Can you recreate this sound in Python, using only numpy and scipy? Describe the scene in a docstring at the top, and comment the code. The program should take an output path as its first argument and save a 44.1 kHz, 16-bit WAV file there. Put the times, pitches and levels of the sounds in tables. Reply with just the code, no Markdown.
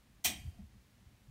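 """A quiet room's faint rumble and hiss, then one sharp, bright clack on a plastic enclosure.
Three contacts within ten milliseconds each give a dry crack and set the walls ringing in a dense
cloud of modes; the room carries the ring on. Soft, low handling bumps and faint brushing follow."""
import sys
import numpy as np
from scipy import signal
from scipy.fft import rfft, irfft
from scipy.io import wavfile

SR = 44100
rng = np.random.default_rng(int(sys.argv[2]) if len(sys.argv) > 2 else 0)


def bounce(signal):
    """Save signal as a 16-bit WAV file at the path given by the first command-line argument."""
    frames = np.transpose(np.atleast_2d(signal))
    limited = np.clip(frames, -1, 1)
    pcm = np.round(limited * 32767).astype(np.int16)
    wavfile.write(sys.argv[1], SR, pcm)


N = 57330
T = np.arange(N) / SR
BIN_HZ = np.arange(N // 2 + 1) * SR / N

# the contacts that make up the clack: start_s, relative_db
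CONTACTS = [(0.2406, -14.5), (0.2448, -1), (0.2500, 0)]
STRIKE_S = 0.2455   # onset of the strongest modes and the room's tail
UNEVEN_DB = 1.57    # scatter in strength among wall and room modes


def from_db(db):
    """Decibels to gain."""
    return 10 ** (np.asarray(db) / 20)


def at_hz(points, hz):
    """Read a table on a log-frequency axis."""
    table_hz, value = np.transpose(points)
    return np.interp(np.log(np.maximum(hz, 1)), np.log(table_hz), value)


def noise(colour, uneven_db=0, ripple_width_hz=30):
    """Steady noise of a given colour, rms 1, with optional random narrow peaks and dips."""
    bins = len(BIN_HZ)
    ripple = np.interp(BIN_HZ / ripple_width_hz, np.arange(bins), rng.standard_normal(bins))
    magnitude = from_db(at_hz(colour, BIN_HZ) + uneven_db * ripple)
    wave = irfft(magnitude * np.exp(2j * np.pi * rng.random(bins)), N)
    return wave / np.std(wave)


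def ring_out(start_s, attack_s, t60_s):
    """A quick swell and an exponential decay."""
    age = np.maximum(T - start_s, 0)
    return (1 - np.exp(-age / attack_s)) * np.exp(-np.log(1000) * age / t60_s)


def background():
    """Low rumble that rises with the handling, over the room's steady drone and hiss."""
    # the rumble's fader ride: time_s, level_db
    rumble_ride = [(0, -68), (.22, -68), (.33, -54.5), (.6, -56), (.7, -61.5), (.9, -72), (1.07, -62.5),
                   (1.2, -70.5), (1.3, -60.5)]
    # spectra of the three beds: frequency_hz, relative_db
    rumble_colour = [(25, -21), (50, 4.5), (75, -2.5), (115, -0.5), (155, -10), (205, -14.5), (300, -27),
                     (450, -34), (900, -62)]
    drone_colour = [(40, -17), (115, 0), (160, -9.5), (210, 0), (290, -9), (430, -16), (900, -50.5)]
    hiss_colour = [(240, -26), (400, -7.5), (560, 0.5), (1320, -3), (1510, -3.5), (1630, -2), (1880, -2),
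                   (3850, -6), (15500, -15)]
    rumble = from_db(np.interp(T, *np.transpose(rumble_ride))) * noise(rumble_colour)
    return rumble + from_db(-71) * noise(drone_colour) + from_db(-72.5) * noise(hiss_colour)


def cracks():
    """Each contact gives a short, dry burst: the sharp edge of the clack."""
    # the crack's bright spectrum: frequency_hz, relative_db
    colour = [(500, -5.5), (2000, 0), (3000, 1), (7000, 4.5), (11000, 0.5), (15000, 3.5)]
    bursts = sum(from_db(db) * ring_out(start_s, attack_s=0.0013, t60_s=0.031)
                 for start_s, db in CONTACTS)
    return from_db(-29.5) * noise(colour) * bursts


def wall_cloud(bands=30):
    """Countless overlapping wall modes, fed by each contact; the high ones die first."""
    # spectrum of the dense ring: frequency_hz, relative_db
    colour = [(100, -9), (220, 1), (380, -7.5), (500, -18), (700, -0.5), (950, -9.5), (1450, -15.5),
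              (2000, -0.5), (2450, 2.5), (2680, -4), (3150, 2), (4900, -7.5), (5850, 3), (7000, -4.5),
              (8400, -1), (9100, -6), (13500, -5.5), (14500, 0.5), (15500, -4)]
    # build-up, slowest in the lows: frequency_hz, attack_s
    attacks = [(200, 0.016), (700, 0.00256), (2500, 0.0034), (6000, 0.00053), (15000, 0.0013)]
    # ring time: frequency_hz, t60_s
    decays = [(200, 0.42), (700, 0.31), (2500, 0.26), (6000, 0.22), (10000, 0.19), (15000, .16)]
    edges_hz = np.geomspace(70, 17000, bands + 1)
    spectrum = rfft(noise(colour, UNEVEN_DB))
    cloud = 0
    for low, high in zip(edges_hz, edges_hz[1:]):
        band = irfft(spectrum * ((BIN_HZ >= low) & (BIN_HZ < high)), N)
        centre_hz = np.sqrt(low * high)
        attack_s, t60_s = at_hz(attacks, centre_hz), at_hz(decays, centre_hz)
        power = sum((from_db(db) * ring_out(start_s, attack_s, t60_s)) ** 2 for start_s, db in CONTACTS)
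        cloud += band * np.sqrt(power)
    return from_db(-27.5) * cloud


def cluster(pitch_hz, count=6, spread_hz=35, neighbour_share=0.32):
    """A main partial beating against weaker close neighbours."""
    neighbour_hz = pitch_hz + spread_hz * rng.standard_normal((count, 1))
    neighbours = np.sin(2 * np.pi * (neighbour_hz * T + rng.random((count, 1)))).sum(axis=0)
    main = np.sin(2 * np.pi * (pitch_hz * T + rng.random()))
    return np.sqrt(1 - neighbour_share) * main + np.sqrt(neighbour_share / count) * neighbours


def wall_modes(attack_s=0.0035):
    """The strongest wall modes ring on as rough pitches."""
    # modes that stand out of the cloud: pitch_hz, relative_db, t60_s
    modes = [(685, -44.5, 0.25), (725, -42.5, .32), (1985, -49, 0.4), (2056, -48, 0.15), (2450, -39, 0.23),
             (2472, -47.5, 0.49), (2495, -42.5, 0.22), (2850, -53, 0.56), (3139, -41.5, .25),
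             (3151, -46, 0.56), (3266, -40.5, 0.307), (3490, -42, 0.14), (3872, -44, 0.34),
             (4250, -36.5, 0.12), (4630, -55, 0.63), (5060, -57, 0.25), (5660, -36, 0.23),
             (5800, -41, 0.13), (6260, -58, 0.18), (7965, -45, 0.26), (8425, -37.5, 0.228),
             (8484, -42, 0.29), (8830, -56.5, 0.7), (9740, -55, 0.54), (11640, -59, 0.71),
             (13980, -61, 0.65), (14600, -33, 0.13), (15400, -48, 0.11)]
    return from_db(-0.5) * sum(from_db(db) * ring_out(STRIKE_S, attack_s, t60_s) * cluster(pitch_hz)
                               for pitch_hz, db, t60_s in modes)


def room_tail():
    """The room's diffuse echo blooms behind the clack."""
    # spectrum of the reverb: frequency_hz, relative_db
    colour = [(200, 2), (480, -7), (700, -1), (1300, -10.5), (2300, 7), (4300, -5), (5600, -1),
              (7200, -2.5), (8500, -2), (9500, -14), (15000, -13)]
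    return from_db(-47) * noise(colour, UNEVEN_DB) * ring_out(STRIKE_S, attack_s=0.037, t60_s=0.61)


def bumps(rise_s=0.013, sag_per_s=1):
    """Each soft push gives a few low swings that sag slightly in pitch."""
    # handling pushes: start_s, pitch_hz, level_db
    pushes = [(0.267, 80.4, -44.5), (0.291, 84, -50), (.300, 197.5, -46.5), (0.389, 72.5, -45),
              (0.417, 80, -53), (0.447, 113.2, -38.5), (0.467, 83, -35.5), (0.519, 57, -51),
              (.560, 53.5, -52), (0.587, 203, -45.5), (0.595, 92, -47.5), (0.631, 79, -47.5),
              (.625, 214, -53.5), (0.746, 196, -57.5), (0.769, 64.7, -55.5), (1.006, 201, -59.5),
              (1.023, 110, -58), (1.06, 73, -54), (1.138, 72, -58.5), (1.277, 126.5, -50.5)]
    thuds = 0
    for start_s, pitch_hz, level_db in pushes:
        age = np.maximum(T - start_s, 0)
        cycles = pitch_hz * np.cumsum((age > 0) * np.exp(-sag_per_s * age)) / SR
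        swell = (age / rise_s * np.exp(1 - age / rise_s)) ** 2
        thuds += from_db(level_db) * swell * np.sin(2 * np.pi * cycles)
    return thuds


def brushes(width_s=0.026):
    """Handling rubs the walls faintly, in strokes that swell and fade."""
    # brush strokes: peak_s, level_db
    strokes = [(.495, -71.5), (0.591, -67.5)]
    # the rub's dull spectrum: frequency_hz, relative_db
    colour = [(250, 5.5), (450, -7.5), (630, -1), (710, 10.5), (790, -4), (1200, -10), (2500, -17.5),
              (6000, -24.5), (15000, -30)]
    swells = sum(from_db(db) * np.exp(-0.5 * ((T - peak_s) / width_s) ** 2) for peak_s, db in strokes)
    return noise(colour) * swells


def scene():
    """The clack, its echo, the handling and the room tone, mixed to mono."""
    clack = cracks() + wall_cloud() + wall_modes()
    return (clack + room_tail() + bumps() + brushes() + background())[None]


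def record(dry):
    """A steep low-pass trims the very top."""
    cutoff_hz = 15750
    return signal.sosfilt(signal.ellip(12, 0.1, 60, cutoff_hz, fs=SR, output="sos"), dry)


dry = scene()
out = record(dry)
bounce(out)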